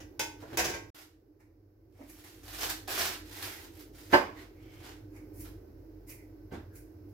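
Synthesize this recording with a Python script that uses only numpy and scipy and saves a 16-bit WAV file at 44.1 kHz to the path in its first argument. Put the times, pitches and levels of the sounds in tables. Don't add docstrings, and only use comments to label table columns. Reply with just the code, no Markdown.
import sys
import numpy as np
from scipy import signal
from scipy.fft import rfft, irfft, next_fast_len
from scipy.io import wavfile
from scipy.ndimage import uniform_filter1d

SR = 44100
rng = np.random.default_rng(int(sys.argv[2]) if len(sys.argv) > 2 else 0)


def to_wav(sig):
    pcm = np.clip(np.atleast_2d(sig), -1, 1) * 32767
    pcm = np.round(pcm).astype(np.int16)
    wavfile.write(sys.argv[1], SR, pcm.T)


N = 314433

# start_s, contact_s, level_db, tilt_db_per_oct, ring_db, spot (0 rim, 1 wall)
CLANKS = [(0, 0.013, -48.5, -1.5, -66, 0.95), (0.193, 0.01, -26.5, 0.5, -40.5, 0.02),
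          (0.571, 0.0077, -26, 3.5, -39, 0.82), (0.579, 0.025, -26.5, -1, -41, .8),
          (0.636, 0.028, -32, 0, -50.5, 1), (0.678, 0.035, -38.5, -1, -47.5, 0.79),
          (0.734, 0.022, -40, -2, -49.5, 0.96)]
# start_s, contact_s, level_db, tilt_db_per_oct, ring_db
KNOCKS = [(0.422, 0.014, -41.5, -4.5, -65.5), (0.52, 0.02, -41, -9.5, -59),
          (4.128, 0.0089, -16.5, -0.7, -32.5), (4.133, 0.016, -19.5, 2.14, -20),
          (6.514, 0.02, -40, -10.5, -57), (6.585, 0.012, -56, -13, -65)]
# peak_s, build_s, ease_s, level_db, tilt_db_per_oct
DRAGS = [(0.42, 0.047, 0.02, -58.5, -1.5), (0.535, 0.094, 0.025, -52.5, -3), (0.992, .11, 0.065, -56.5, .3),
         (2.23, 0.35, 0.51, -63, 1), (2.64, 0.23, 0.075, -43.5, 0.5), (2.99, .11, 0.18, -35, -0.08),
         (3.45, 0.23, .26, -48.5, 0.7), (3.804, 0.1, 0.036, -57, 1.5), (4.0, 0.091, 0.18, -59, 1.1),
         (4.132, 0.035, 0.012, -39.5, -2), (4.41, 0.11, 0.076, -58.5, -2), (4.74, 0.27, 0.3, -68, -1),
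         (4.855, 0.084, 0.13, -54.5, -1.8), (5.464, 0.044, 0.015, -56.5, -1), (6.536, 0.03, 0.033, -47, -6)]
# start_s, length_s, level_db
SNAGS = [(2.607, 0.032, -32.5), (2.689, 0.021, -32), (2.873, 0.06, -36), (3.414, 0.034, -39.5)]
# release_s, peel_s, level_db, tilt_db_per_oct
SMACKS = [(1.4, 0.014, -63, -1.5), (2.01, .08, -56.5, -4), (2.095, 0.035, -49.5, 4), (2.238, .005, -52, 1),
          (3.325, 0.0054, -52, 4), (3.598, .005, -55.5, 12), (5.16, 0.067, -55, -0.5),
          (5.403, 0.08, -43.5, 7.5), (6.092, .03, -43, 5), (6.753, 0.029, -49.5, 6),
          (7.085, 0.0048, -69, 6)]
# start_s, length_s, pitch_hz, level_db
PLOPS = [(1.984, 0.026, 598, -51.5), (1.995, 0.0255, 297, -48.5), (3.3, 0.34, 1990, -59.5),
         (4.355, 0.06, 2080, -58.5), (4.526, 0.41, 2210, -71), (4.585, 0.31, 3060, -73),
         (6.096, 0.033, 2340, -57.5), (6.139, .1, 2050, -69.5), (6.516, 0.018, 195, -45),
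         (6.52, 0.018, 309, -43), (6.694, 0.087, 1570, -70)]
# pitch_hz, rim_db, wall_db
EMPTY_MODES = [(335, -7, 2.5), (425, -15, 2.5), (625, -11.5, -7.5), (740, -8, -0.5), (853, 3, -7),
               (905, -3, -4), (928, 1.5, -3), (1085, -12.5, -1.5), (1513, 0.5, -4), (1580, -16, 8),
               (1717, -19, -3.5), (1953, -13.5, 5), (2056, -10.5, -6.5), (2120, -0.5, -1.5),
               (2320, -21.5, 2), (2415, 2, -5), (2560, -0.5, -1), (2602, 0, -8), (2960, -5.5, -5),
               (3090, -5, -8), (3415, -3.5, -14), (3650, -13.5, -4), (4170, -17, -16), (4970, -6.5, -4),
               (4950, 2.5, -9.5), (5870, -10.5, -7.5), (6135, -5.5, -6.5), (6100, -5.5, -6.5),
               (6530, -12.5, -7)]
# pitch_hz, level_db
LOADED_MODES = [(122, -16), (283, -5), (363, -2), (567, 4), (598, -2.5), (686, -8.5), (775, -6),
                (837, -5.5), (888, 1.5), (1074, -5), (1168, -14), (1270, -13.5), (1349, -6), (1549, 6),
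                (1630, -12), (1735, -6.5), (2045, -1), (2324, -8.5), (2546, -15.5), (2826, -9.5),
                (3006, -12.5), (3216, -12.5), (4072, -13.5), (4404, -16), (4866, -13.5)]
# freq_hz, density_db
CLANK_COLOUR = [(20, -35), (60, -2.5), (220, -10), (450, 2), (900, -4.5), (1250, -10), (1550, -2.5),
                (2500, -5), (3200, -7.5), (4400, -11), (5100, -4.5), (6300, -3.5), (8700, -15.5),
                (11000, -13), (16000, -17)]
KNOCK_COLOUR = [(20, -45), (50, -21.5), (85, -9), (170, -19.5), (290, -6), (450, -5.5), (580, -2.5),
                (900, -6.5), (1500, -12.5), (2000, -14.5), (2800, -22.5), (3500, -29.5), (4900, -28.5),
                (6500, -38), (9000, -45.5), (16000, -42.5)]
DRAG_COLOUR = [(82, -45.5), (140, -17), (275, -12), (355, -2.5), (518, -9), (698, -2), (997, -5.5),
               (1060, -6.5), (1510, -3), (2480, -6), (5270, -7), (9000, -14), (14500, -9), (16000, -23.5)]
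SMACK_COLOUR = [(200, -19), (900, 7.5), (1500, -2.5), (2200, 9), (3300, -13), (5500, -3.5), (8500, -8.5),
                (11500, -4), (16000, -11.5)]
# freq_hz, t60_s
ROOM_T60 = [(100, 0.57), (400, 0.31), (1200, 0.41), (3000, 0.4), (7000, 0.37), (15000, 0.33)]
# freq_hz, coherence
COHERENCE = [(60, 1), (130, 0.97), (290, 0.98), (640, 0.21), (1400, 0), (15000, 0)]
# freq_hz, density_db
AIR_COLOUR = [(25, -35), (55, -17), (70, -20.5), (100, -2.5), (150, -21), (240, -19), (310, -13.5),
              (420, -11), (650, -23), (1100, -33.5), (2000, -37.5), (3400, -48.5), (5200, -40), (8800, -57),
              (13000, -40), (16000, -41.5)]
# centre_hz, width_hz, level_db
HUM_LINES = [(47.7, 3.9, -56.5), (82.2, 6.7, -60.5), (97, 9.3, -61), (119.7, 2, -67.5), (300.4, 2.7, -65.5),
             (314, 33, -55.5), (377, 12, -73.5), (1524, 37, -87)]
# freq_hz, left_minus_right_db
BALANCE = [(60, 0), (130, -2.5), (300, -3.5), (1200, -3), (2400, -3.5), (5000, -0.9), (9000, -2),
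           (15000, -4)]

SILENCE_S = (0.903, 0.946)


def colander_clanks():
    out = 0
    for *blow, spot in CLANKS:
        modes = [(hz, np.interp(spot, [0, 1], [rim_db, wall_db])) for hz, rim_db, wall_db in EMPTY_MODES]
        out += blows([blow], CLANK_COLOUR, modes, t60_s=0.42, damping=0.21, rise_s=0.0012, edge=0.63,
                     grit_db=3.5, direct_db=-8, early_db=2.5)
    return out


def bone_knocks():
    return blows(KNOCKS, KNOCK_COLOUR, LOADED_MODES, t60_s=0.19, damping=0.074, rise_s=0.0033, edge=0.28,
                 grit_db=1, direct_db=-13.5, early_db=-3.5)


def meat_drags(snag_tilt_db_per_oct=0.13):
    out = np.zeros((2, N))
    texture = dict(grit_db=11, direct_db=-9, early_db=-5.5)
    for peak_s, build_s, ease_s, level_db, tilt in DRAGS:
        crackle = contact(push(build_s, ease_s), DRAG_COLOUR, tilt, **texture)
        add(out, peak_s - build_s, gain(level_db) * crackle)
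    for start_s, length_s, level_db in SNAGS:
        jerk = contact(touch(length_s, edge=0.15), DRAG_COLOUR, snag_tilt_db_per_oct, **texture)
        add(out, start_s, gain(level_db) * jerk)
    return out


def meat_smacks(smack_s=0.0079, peel_db=-10, fade_s=0.043):
    out = np.zeros((2, N))
    texture = dict(grit_db=2, direct_db=-13, early_db=-13)
    for release_s, peel_s, level_db, tilt in SMACKS:
        sizzle = contact(push(peel_s, fade_s), SMACK_COLOUR, tilt, **texture)
        smack = contact(touch(smack_s, edge=0.45), SMACK_COLOUR, tilt, **texture)
        add(out, release_s - peel_s, gain(level_db + peel_db) * sizzle)
        add(out, release_s, gain(level_db) * smack)
    return out


def cavity_plops(skirt_db=-26):
    out = np.zeros((2, N))
    for start_s, length_s, hz, level_db in PLOPS:
        band = [(hz / 4, 2 * skirt_db), (hz / np.sqrt(2), skirt_db), (hz, 0),
                (hz * np.sqrt(2), skirt_db), (hz * 4, 2 * skirt_db)]
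        plop = contact(touch(length_s, edge=0.34), band, 0, grit_db=2.5, direct_db=-5.5, early_db=1)
        add(out, start_s, gain(level_db) * plop)
    return out


def blows(rows, colour, modes, t60_s, damping, rise_s, edge, **texture):
    out = np.zeros((2, N))
    for start_s, contact_s, level_db, tilt, ring_db in rows:
        chatter = contact(touch(contact_s, edge), colour, tilt, **texture)
        add(out, start_s, gain(level_db) * chatter)
        add(out, start_s, gain(ring_db) * steel_ring(modes, t60_s, damping, rise_s))
    return out


def steel_ring(modes, t60_s, damping, rise_s):
    t = np.arange(SR * 3 // 4) / SR
    out = 0
    for hz, level_db in modes:
        left_rad, spread_rad = rng.uniform(-np.pi, np.pi, 2)
        phase_rad = left_rad + np.array([[0], [spread_rad * (1 - lookup(COHERENCE, hz))]])
        decay_db = 60 * t / t60_s * (hz / 1000) ** damping
        out += gain(level_db - decay_db) * np.sin(2 * np.pi * hz * t + phase_rad)
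    return out * (1 - np.exp(-t / rise_s))


def touch(length_s, edge):
    return signal.windows.tukey(int(np.clip(length_s, 0.002, 0.35) * SR), edge)


def push(build_s, ease_s, build_db=17.5, ease_db=18.5, stick_s=0.012, stick_db=-2.16):
    t = np.arange(-build_s, ease_s, 1 / SR)
    grip = np.interp((t + build_s) / stick_s, np.arange(128), rng.standard_normal(128))
    arc_db = np.interp(t, [-build_s, 0, ease_s], [-build_db, 0, -ease_db])
    return gain(arc_db + stick_db * grip) * signal.windows.tukey(len(t), 0.24)


def contact(force, colour, tilt_db_per_oct, grit_db, direct_db, early_db, size=49152, spots=3):
    noise, strength = rng.standard_normal((2, size))
    strength = np.repeat(np.minimum(strength, 2), 16)[:size]
    grains = noise * gain(grit_db * strength)
    slips = evened(grains[:len(force)] * force)
    spot = rng.integers(0, spots, size)[:len(force)]
    heard = sum(rfft(slips * (spot == k), size) * rfft(kitchen(direct_db, early_db), size)
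                for k in range(spots))
    hz = np.fft.rfftfreq(size, 1 / SR)
    octaves = np.log2(np.maximum(hz, 150) / 1000)
    return irfft(heard * minimum_phase(lookup(colour, hz) + tilt_db_per_oct * octaves))


def kitchen(direct_db, early_db, early_s=0.054, size=16384):
    hz, t, bands = signal.stft(irfft(diffuse_noise(size)[1]), SR, nperseg=256)
    decay_db = 60 * t / lookup(ROOM_T60, hz)[:, None]
    tail = signal.istft(bands * gain(-decay_db), SR, nperseg=256)[1]
    early = gain(early_db) * np.exp(-np.arange(tail.shape[1]) / SR / early_s)
    response = evened(tail * (1 + early)) / np.sqrt(size)
    response[:, 0] += gain(direct_db)
    return response


def appliance(air_db=-55):
    hz, noise = diffuse_noise(next_fast_len(N, True))
    out = gain(air_db) * evened(irfft(noise * gain(lookup(AIR_COLOUR, hz))))
    for centre_hz, width_hz, level_db in HUM_LINES:
        line = irfft(noise / (1 + (2 * (hz - centre_hz) / width_hz) ** 2))
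        out += gain(level_db) * evened(line)
    return out[:, :N] * hum_gain()


def hum_gain(steady_db=-3, low_db=-13, recovery_s=(1.76, 2.71), swell_s=5.42, width_s=0.2, swell_db=3.5):
    t = np.arange(N) / SR
    level_db = np.interp(t, [*SILENCE_S, *recovery_s], [steady_db, low_db, low_db, steady_db])
    swell = np.exp(-((t - swell_s) / width_s) ** 2)
    return gain(level_db + swell_db * swell)


def diffuse_noise(size):
    hz = np.fft.rfftfreq(size, 1 / SR)
    mid, side = rfft(rng.standard_normal((2, size)))
    coherence = lookup(COHERENCE, hz)
    mid *= np.sqrt((1 + coherence) / 2)
    side *= np.sqrt((1 - coherence) / 2)
    return hz, np.array([mid + side, mid - side])


def minimum_phase(shape_db):
    log_gain = np.log(gain(shape_db))
    mirrored = np.r_[log_gain, log_gain[-2:0:-1]]
    phase_rad = -signal.hilbert(mirrored).imag[:len(log_gain)]
    return evened(gain(shape_db)) * np.exp(1j * phase_rad)


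def gain(db):
    return 10 ** (np.asarray(db) / 20)


def evened(x):
    return x / np.sqrt(np.mean(x ** 2) + 1e-20)


def lookup(table, hz):
    freq_hz, value = np.transpose(table)
    return np.interp(np.log(hz + 1), np.log(freq_hz + 1), value)


def add(mix, start_s, sound):
    part = mix[:, max(0, round(start_s * SR)):][:, :sound.shape[1]]
    part += sound[:, :part.shape[1]]


def pan(x, right_db):
    return x * gain(np.array([[-right_db], [right_db]]) / 2)


def scene():
    knocks = pan(bone_knocks(), right_db=0.5)
    meat = meat_drags() + meat_smacks() + cavity_plops()
    clanks = pan(colander_clanks(), right_db=-1.5)
    return clanks + knocks + meat + appliance()


def record(dry, cutoff_hz=15900):
    t = np.arange(N) / SR
    hz = np.fft.rfftfreq(512, 1 / SR)
    balance_db = np.array([[1], [-1]]) * lookup(BALANCE, hz) / 2
    balance_fir = np.fft.fftshift(irfft(gain(balance_db)), axes=1)[:, 1:]
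    heard = signal.oaconvolve(dry, balance_fir, "same", axes=1)
    audible = (t < SILENCE_S[0]) | (t > SILENCE_S[1])
    gate = uniform_filter1d(audible.astype(float), size=128)
    lowpass_fir = signal.firwin(511, cutoff_hz, window=("kaiser", 9), fs=SR)
    return signal.oaconvolve(heard * gate, lowpass_fir[None], "same")


dry = scene()
out = record(dry)
to_wav(out)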